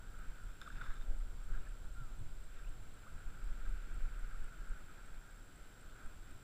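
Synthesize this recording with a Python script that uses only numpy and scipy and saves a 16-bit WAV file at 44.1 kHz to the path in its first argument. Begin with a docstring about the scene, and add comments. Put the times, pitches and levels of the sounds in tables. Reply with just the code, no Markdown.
"""Standing in a calm sea at dusk with a fishing rod, heard by a body-worn camera in a waterproof case.
From the start gusts rumble on the case, small waves wash and the electronics hiss, whine and tick.
At 0.6 s a close slosh splatters and bubbles, muffled by the case, which rings near 1.4 kHz.
Near 2 s a faint whistle falls and air thumps on the case. Small laps follow to the end;
the wash swells from 3 s, and the rumble eases near 5 s."""
import sys
import numpy as np
from scipy import signal
from scipy.fft import rfft, irfft, next_fast_len
from scipy.io import wavfile
from scipy.ndimage import uniform_filter1d

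SR = 44100
rng = np.random.default_rng(int(sys.argv[2]) if len(sys.argv) > 2 else 0)


def persist_wave(psi):
    """Save psi, clipped to +-1, as 16-bit WAV."""
    counts = np.round(np.clip(psi, -1, 1) * 32767).astype(np.int16)
    wavfile.write(sys.argv[1], SR, np.atleast_2d(counts).T)


N = 283563


def gain_of(db):
    """Decibels to amplitude."""
    return 10 ** (np.asarray(db) / 20)


def unit_rms(x):
    """Scales to rms 1."""
    return x / np.sqrt(np.mean(x ** 2) + 1e-20)


def curve(rows, column=1, lead_s=0):
    """One table column at every sample, read lead_s ahead."""
    columns = np.transpose(rows)
    return np.interp(np.arange(N) / SR + lead_s, columns[0], columns[column])


def add(mix, start_s, sound):
    """Mixes a sound in at start_s."""
    part = mix[max(round(start_s * SR), 0):][:len(sound)]
    part += sound[:len(part)]


def coloured(x, spectrum):
    """Filters x by a spectrum, rolling off above its last point; rms 1."""
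    size = next_fast_len(N)
    points_hz, points_db = np.transpose(spectrum)
    hz = np.fft.rfftfreq(size, 1 / SR) + 1
    gain = gain_of(np.interp(np.log(hz), np.log(points_hz), points_db))
    gain *= np.minimum(points_hz[-1] / hz, 1) ** 2
    return unit_rms(irfft(rfft(x, size) * gain, size)[:N])


def drift(hz):
    """Random wander up to about hz; rms 1."""
    size = next_fast_len(N)
    lowpass = np.exp(-(np.fft.rfftfreq(size, 1 / SR) / hz) ** 2)
    return unit_rms(irfft(rfft(rng.standard_normal(size)) * lowpass, size)[:N])


def surges(rows, bed_db, column, rise=0.8, fall=0.87):
    """Envelope of a bed plus events that build and ebb, summed in power."""
    power = gain_of(bed_db) ** 2
    for row in rows:
        peak_s, width_s = row[:2]
        age = np.arange(-2 * width_s, 2 * width_s, 1 / SR) / width_s
        bell = np.exp(-(age / np.where(age < 0, rise, fall)) ** 2)
        add(power, peak_s - 2 * width_s, (gain_of(row[column]) * bell) ** 2)
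    return np.sqrt(power)


def eddies(spectrum, steadiness):
    """Turbulence with its own swells partly levelled, so that gusts set its strength."""
    noise = coloured(rng.standard_normal(N), spectrum)
    power = uniform_filter1d(abs(signal.hilbert(noise)) ** 2, SR // 14)
    return unit_rms(noise / (power + 1e-6) ** (steadiness / 2))


# Large and small eddy spectra: freq_hz, density_db
RUMBLE_SPECTRUM = [(4, -8.5), (11, 4.5), (21, -5.5), (31, 0), (40, -7), (50, -16), (62, -31), (100, -62)]
BUFFET_SPECTRUM = [(35, -43.5), (65, 7.5), (110, 1), (160, -6), (250, -12.5), (500, -27.5), (1000, -23),
                   (3000, -46.5)]
# Wind strength: time_s, rumble_db, buffet_db
WIND_LEVELS = [(0, -44.5, -59.5), (.3, -44.5, -64), (.63, -51, -67), (.73, -44, -61.5), (1.05, -37, -63.5),
               (1.38, -44, -58), (1.5, -40, -67), (1.78, -40.5, -63), (2.25, -40.5, -57.5),
               (2.33, -38, -59.5), (2.42, -39.5, -68), (2.65, -42, -65.5), (3.05, -48.5, -63),
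               (3.36, -49, -62), (3.52, -37.5, -62), (4.05, -38.5, -64), (4.55, -43, -65), (4.7, -38, -63),
               (4.92, -51.5, -65), (5.45, -49, -67), (5.85, -54, -67), (6.05, -49, -63),
               (6.43, -48.5, -60.5)]
# Single puffs: peak_s, width_s, rumble_db, buffet_db
WIND_PUFFS = [(.31, 0.035, -41, -59.5), (.46, 0.063, -42, -59), (.79, 0.07, -44.5, -57),
              (1.14, 0.12, -34.5, -64), (1.55, 0.097, -35, -54.5), (1.85, 0.08, -56, -57.5),
              (2.8, 0.18, -50, -60), (3.15, 0.062, -42, -55.5), (3.28, 0.035, -38, -57.5),
              (3.46, 0.05, -35, -61), (3.68, 0.021, -36, -55.5), (3.96, 0.08, -42, -57.5),
              (4.05, 0.06, -32, -64), (4.42, 0.049, -35, -71), (5.12, 0.066, -45, -69)]
# Air thumps: start_s, pitch_hz, length_s, level_db
AIR_THUMPS = [(2.003, 122, 0.036, -42), (2.204, 98, 0.027, -40), (2.255, 116, 0.021, -50)]
def wind(rumble_trim_db=-2, buffet_trim_db=-.5, thump_trim_db=-2, corner_hz=56):
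    """Large eddies rumble on the case, smaller ones buffet it, a few hit as thumps."""
    gusting = drift(hz=18.6)
    rumble_db = curve(WIND_LEVELS, column=1) + rumble_trim_db + 3 * gusting
    buffet_db = curve(WIND_LEVELS, column=2) + buffet_trim_db + 1.05 * gusting
    rumble = eddies(RUMBLE_SPECTRUM, steadiness=0.6) * surges(WIND_PUFFS, rumble_db, column=2)
    buffet = eddies(BUFFET_SPECTRUM, steadiness=0.84) * surges(WIND_PUFFS, buffet_db, column=3)
    lowpass = signal.butter(3, corner_hz, fs=SR, output="sos")  # keeps sudden gusts deep
    out = signal.sosfiltfilt(lowpass, rumble, padtype=None) + buffet
    for start_s, pitch_hz, length_s, level_db in AIR_THUMPS:
        t = np.arange(int(length_s * SR)) / SR
        tone = np.sin(2 * np.pi * (pitch_hz * t + rng.random()))
        add(out, start_s, gain_of(level_db + thump_trim_db) * np.hanning(len(t)) * tone)
    return out


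# Slow sea swell: time_s, wash_db, foam_db
SEA_SWELL = [(0, -63.5, -78), (.3, -64.5, -71), (.52, -67, -73), (1.3, -68.5, -74), (2.15, -69.5, -75),
             (2.8, -69.5, -73), (3.12, -65, -72), (3.5, -63.5, -69.5), (3.88, -63, -67),
             (4.1, -64.5, -67.5), (4.18, -60, -69), (4.5, -62.5, -71), (4.79, -61, -74), (4.88, -65.5, -71),
             (5.05, -65, -69.5), (5.25, -65.5, -72), (5.42, -67.5, -73.5), (6.43, -67.5, -72)]
# Close laps, the second is the slosh: peak_s, width_s, wash_db, foam_db, gurgle_db
WAVE_LAPS = [(.65, 0.098, -70, -73, -74), (.83, 0.16, -59, -68, -79), (1.11, 0.063, -84, -85, -65.5),
             (1.55, 0.1, -62, -74, -75), (1.67, 0.081, -82, -69.5, -72), (2.59, 0.094, -69, -69, -77),
             (3.6, 0.19, -80, -82, -73), (4.0, 0.073, -78, -73, -80), (6.04, 0.1, -61.5, -84, -76),
             (6.29, .05, -70, -69.5, -75)]
# Water through the case: freq_hz, density_db
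WASH_SPECTRUM = [(150, -4), (350, -11.5), (600, -19), (1080, -19), (1190, -7.5), (1300, 1.5), (1400, 3),
                 (1590, 1.5), (1730, -10.5), (2000, -14), (2900, -25.5), (3650, -25), (4400, -36),
                 (9000, -38.5)]
def waves(trim_db=0.14, drops_per_s=900, drops_db=-5, flutter_db=1.5):
    """Ripples break into a fine wash full of tiny drops."""
    drops = unit_rms(rng.choice([-1, 1], N) * (rng.random(N) < drops_per_s / SR))
    wash = coloured(rng.standard_normal(N) + gain_of(drops_db) * drops, WASH_SPECTRUM)
    envelope = surges(WAVE_LAPS, curve(SEA_SWELL) + trim_db, column=2)
    return wash * envelope * gain_of(flutter_db * drift(hz=28.8))


# Case resonances: freq_hz, width_hz, gain_db
CASE_MODES = [(1336, 470, 10), (1580, 130, 11.5), (2350, 320, -8), (3580, 370, 3), (5240, 450, -8),
              (6900, 1700, -16), (11100, 800, -19)]
def ring_case(push, bright_db, treble_hz=2000):
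    """A push rings the modes of the case; a sharper push favours the upper ones."""
    out = np.zeros(len(push))
    for freq_hz, width_hz, gain_db in CASE_MODES:
        radius = np.exp(-np.pi * width_hz / SR)
        pole = radius * np.exp(2j * np.pi * freq_hz / SR)
        ring = push
        for _ in range(2):
            ring = 2 * signal.lfilter([1 - radius], [1, -pole], ring).real
        out += gain_of(gain_db + bright_db * (freq_hz > treble_hz)) * ring
    return out


# Splats of the slosh and later laps: start_s, peak_db, spray_s, bright_db, spray_ratio
WATER_SPLATS = [(0.6152, -43, 0.0022, 18, .03), (0.6205, -47, 0.0032, -8, .2), (0.628, -58, 0.0054, 22, .3),
                (0.67, -51, 0.0053, 4, .2), (0.722, -59, 0.0044, 22, 0.27), (0.756, -53, 0.003, -10, .1),
                (0.764, -56, 0.0022, -12, .1), (0.774, -54, .003, -14, .1), (0.8115, -45, 0.0028, -8, 0.43),
                (0.82, -41, .003, -11, .1), (0.834, -47, 0.0026, -10, 0.33),
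                (0.841, -45.5, 0.0029, -4, .15), (0.853, -54, 0.0026, -2, .3), (0.860, -46, .002, -10, .1),
                (0.864, -44, 0.0018, -6, 0.17), (0.904, -46, 0.0065, -13, 0.2),
                (0.941, -64, 0.0045, 5, 0.43), (1.02, -55, 0.0043, 1, .2), (1.572, -55, 0.0049, -10, .2),
                (1.659, -59, 0.007, -6, .5), (2.586, -58, 0.0036, 8, .2)]
def splats():
    """A slap and a short spray of water ring the case."""
    out, t = np.zeros(N), np.arange(SR // 16) / SR
    for start_s, peak_db, spray_s, bright_db, spray_ratio in WATER_SPLATS:
        push = spray_ratio * rng.standard_normal(len(t)) * np.exp(-t / spray_s) * t / spray_s
        push[0] += 1  # slap
        ring = ring_case(push, bright_db)
        add(out, start_s, gain_of(peak_db) * ring / abs(ring).max())
    return out


def droplets(full_s=0.7, hold_s=0.335, hold_db=-67.5, rise_db_per_s=65, fall_db_per_s=280, per_s=550):
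    """Drops falling back from the slosh patter on the case: build, hold, quick stop."""
    age_s = np.arange(N) / SR - full_s
    level_db = hold_db - rise_db_per_s * np.maximum(-age_s, 0)
    level_db -= fall_db_per_s * np.maximum(age_s - hold_s, 0)
    drops = rng.standard_normal(N) * (rng.random(N) < per_s / SR)
    return gain_of(level_db) * unit_rms(ring_case(drops, bright_db=2.5))


# Plops and chirps: start_s, pitch_hz, rise_ratio, length_s, peak_db
BUBBLE_CHIRPS = [(0.613, 1444, 0.12, 0.0098, -48), (0.661, 1400, .03, 0.0084, -46.5),
                 (0.675, 1273, 0.25, 0.0072, -42), (0.702, 1440, 0.091, 0.006, -45.5),
                 (0.8105, 1320, 0.075, 0.0096, -40), (1.534, 1556, .04, 0.02, -55),
                 (1.664, 1650, 0.033, 0.018, -57), (2.591, 1530, .05, 0.013, -58),
                 (2.64, 2480, .03, .014, -61.5), (2.659, 2710, 0.061, 0.028, -66),
                 (3.062, 1096, 0.39, 0.028, -57)]
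def bubbles(wobble_ratio=0.041):
    """Wobbling bubbles ring, rising in pitch as they near the surface."""
    out, wobble = np.zeros(N), 1 + wobble_ratio * drift(hz=202)
    for start_s, pitch_hz, rise_ratio, length_s, peak_db in BUBBLE_CHIRPS:
        age = np.linspace(0, 1, int(length_s * SR))
        glide_hz = pitch_hz * (1 + rise_ratio * age) * wobble[int(start_s * SR):][:len(age)]
        tone = np.sin(2 * np.pi * np.cumsum(glide_hz) / SR)
        add(out, start_s, gain_of(peak_db) * np.sin(np.pi * age) * tone)
    return out


# Foam rush: freq_hz, density_db
FOAM_SPECTRUM = [(150, 3), (340, 3), (550, -1), (950, -11.5), (1400, 3), (2000, -2.5), (2400, 1.5),
                 (2900, -5.5), (3700, -13), (5000, -13.5), (9000, -41)]
def foam(flutter_db=1.5):
    """A broad soft rush runs ahead of the swell and flares with the laps."""
    rush = coloured(rng.standard_normal(N), FOAM_SPECTRUM)
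    envelope = surges(WAVE_LAPS, curve(SEA_SWELL, column=2), column=3)
    return rush * envelope * gain_of(flutter_db * drift(hz=25.8))


# Churning water: freq_hz, density_db
GURGLE_SPECTRUM = [(120, -12), (220, -1.5), (400, -9.5), (540, -5), (700, -7.5), (1000, -28)]
def gurgle(level_db=-80, follow_ratio=0.85, swell_mean_db=-65, flutter_db=3):
    """Water churns low and unevenly ahead of the swell and under each lap."""
    bed_db = level_db + follow_ratio * (curve(SEA_SWELL, lead_s=0.74) - swell_mean_db)
    churn = coloured(rng.standard_normal(N), GURGLE_SPECTRUM)
    return churn * surges(WAVE_LAPS, bed_db, column=4) * gain_of(flutter_db * drift(hz=36.5))


# Thin whistle: time_s, pitch_hz, level_db
WHISTLE_GLIDE = [(1.95, 1372, -69), (1.975, 1385, -54.5), (1.995, 1406, -59), (2.03, 1340, -59),
                 (2.06, 1280, -69), (2.095, 1190, -71), (2.125, 1130, -85)]
def whistle(trim_db=0.5, waver_ratio=.002):
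    """A nearly pure tone holds, then slides down."""
    t = np.arange(N) / SR
    pitch_hz = curve(WHISTLE_GLIDE, column=1) * (1 + waver_ratio * drift(hz=40))
    gate = (t > WHISTLE_GLIDE[0][0]) & (t < WHISTLE_GLIDE[-1][0])
    envelope = gate * gain_of(curve(WHISTLE_GLIDE, column=2) + trim_db)
    return envelope * np.sin(2 * np.pi * np.cumsum(pitch_hz) / SR)


# Electronic noise floor: freq_hz, density_db
HISS_SPECTRUM = [(60, 6.5), (300, -2), (550, -6), (1000, -9.5), (2300, -15.5), (2800, -16.5), (3700, -16),
                 (4400, -19), (6500, -22), (10500, -24.5), (11900, -31), (12700, -22.5), (14200, -25),
                 (15200, -21.5)]
def hiss(level_db=-63.5):
    """The electronics hiss steadily."""
    return gain_of(level_db) * coloured(rng.standard_normal(N), HISS_SPECTRUM)


FRAME_HZ = 59.9313
# Tones in each camera frame: start_frames, end_frames, pitch_hz, wander_hz, level_db
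WHINE_TONES = [(0.082, 0.45, 7516, 110, -68), (0.556, 0.94, 7600, 240, -72.5), (0.11, 0.24, 8260, 150, -71)]
def whine():
    """The electronics whine in two bursts a frame."""
    out, frame_phase = np.zeros(N), (np.arange(N) / SR * FRAME_HZ) % 1
    for start_frames, end_frames, pitch_hz, wander_hz, level_db in WHINE_TONES:
        active = (frame_phase > start_frames) & (frame_phase < end_frames)
        gate = uniform_filter1d(active.astype(float), SR // 1000)
        cycles = np.cumsum(pitch_hz + wander_hz * drift(hz=341)) / SR
        out += gate * gain_of(level_db) * np.sin(2 * np.pi * cycles)
    return out


# Switching buzz: freq_hz, density_db
BUZZ_SPECTRUM = [(1500, -13.5), (2600, -12), (3000, -1), (3300, -2), (3600, -2), (4300, -11), (5150, -9),
                 (6200, -17), (9500, -11), (12000, -16), (13400, -15.5), (15200, -14)]
def buzz(level_db=-77, crackle_ratio=1.3):
    """The electronics switch twice a frame, each time with the same short burst plus fresh crackle."""
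    frames = np.arange(N) / SR * FRAME_HZ
    switches = np.diff(np.floor(2 * frames + 1 / 12), prepend=0)
    decay = np.exp(-np.linspace(0, 2, SR // 330))
    bursts = unit_rms(signal.oaconvolve(switches, decay * rng.standard_normal(len(decay)))[:N])
    crackle = unit_rms(signal.oaconvolve(switches, decay)[:N] * rng.standard_normal(N))
    return gain_of(level_db) * coloured(bursts + crackle_ratio * crackle, BUZZ_SPECTRUM)


# Runs of ticks: start_s, end_s
TICK_SPANS = [(0.1845, 4.75), (5.0563, 6.4)]
def ticks(level_db=-65, pitch_hz=8270, length_s=0.009, period_frames=15):
    """A tiny high electrical tick, four times a second."""
    out, t = np.zeros(N), np.arange(int(length_s * SR)) / SR
    pip = gain_of(level_db) * np.sin(2 * np.pi * pitch_hz * t) * signal.windows.tukey(len(t), .5)
    for start_s, end_s in TICK_SPANS:
        for tick_s in np.arange(start_s, end_s, period_frames / FRAME_HZ):
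            add(out, tick_s, pip)
    return out


def scene():
    """Wind, water and a whistle over the camera's own noise; mono."""
    water = waves() + splats() + droplets() + bubbles() + foam() + gurgle()
    electronics = hiss() + whine() + buzz() + ticks()
    return (wind() + water + whistle() + electronics)[None]


def record(dry, cutoff_hz=15330):
    """The camera's band limit."""
    lowpass = signal.firwin(801, cutoff_hz, window=("kaiser", 9), fs=SR)
    return signal.oaconvolve(dry, lowpass[None], "same")


dry = scene()
out = record(dry)
persist_wave(out)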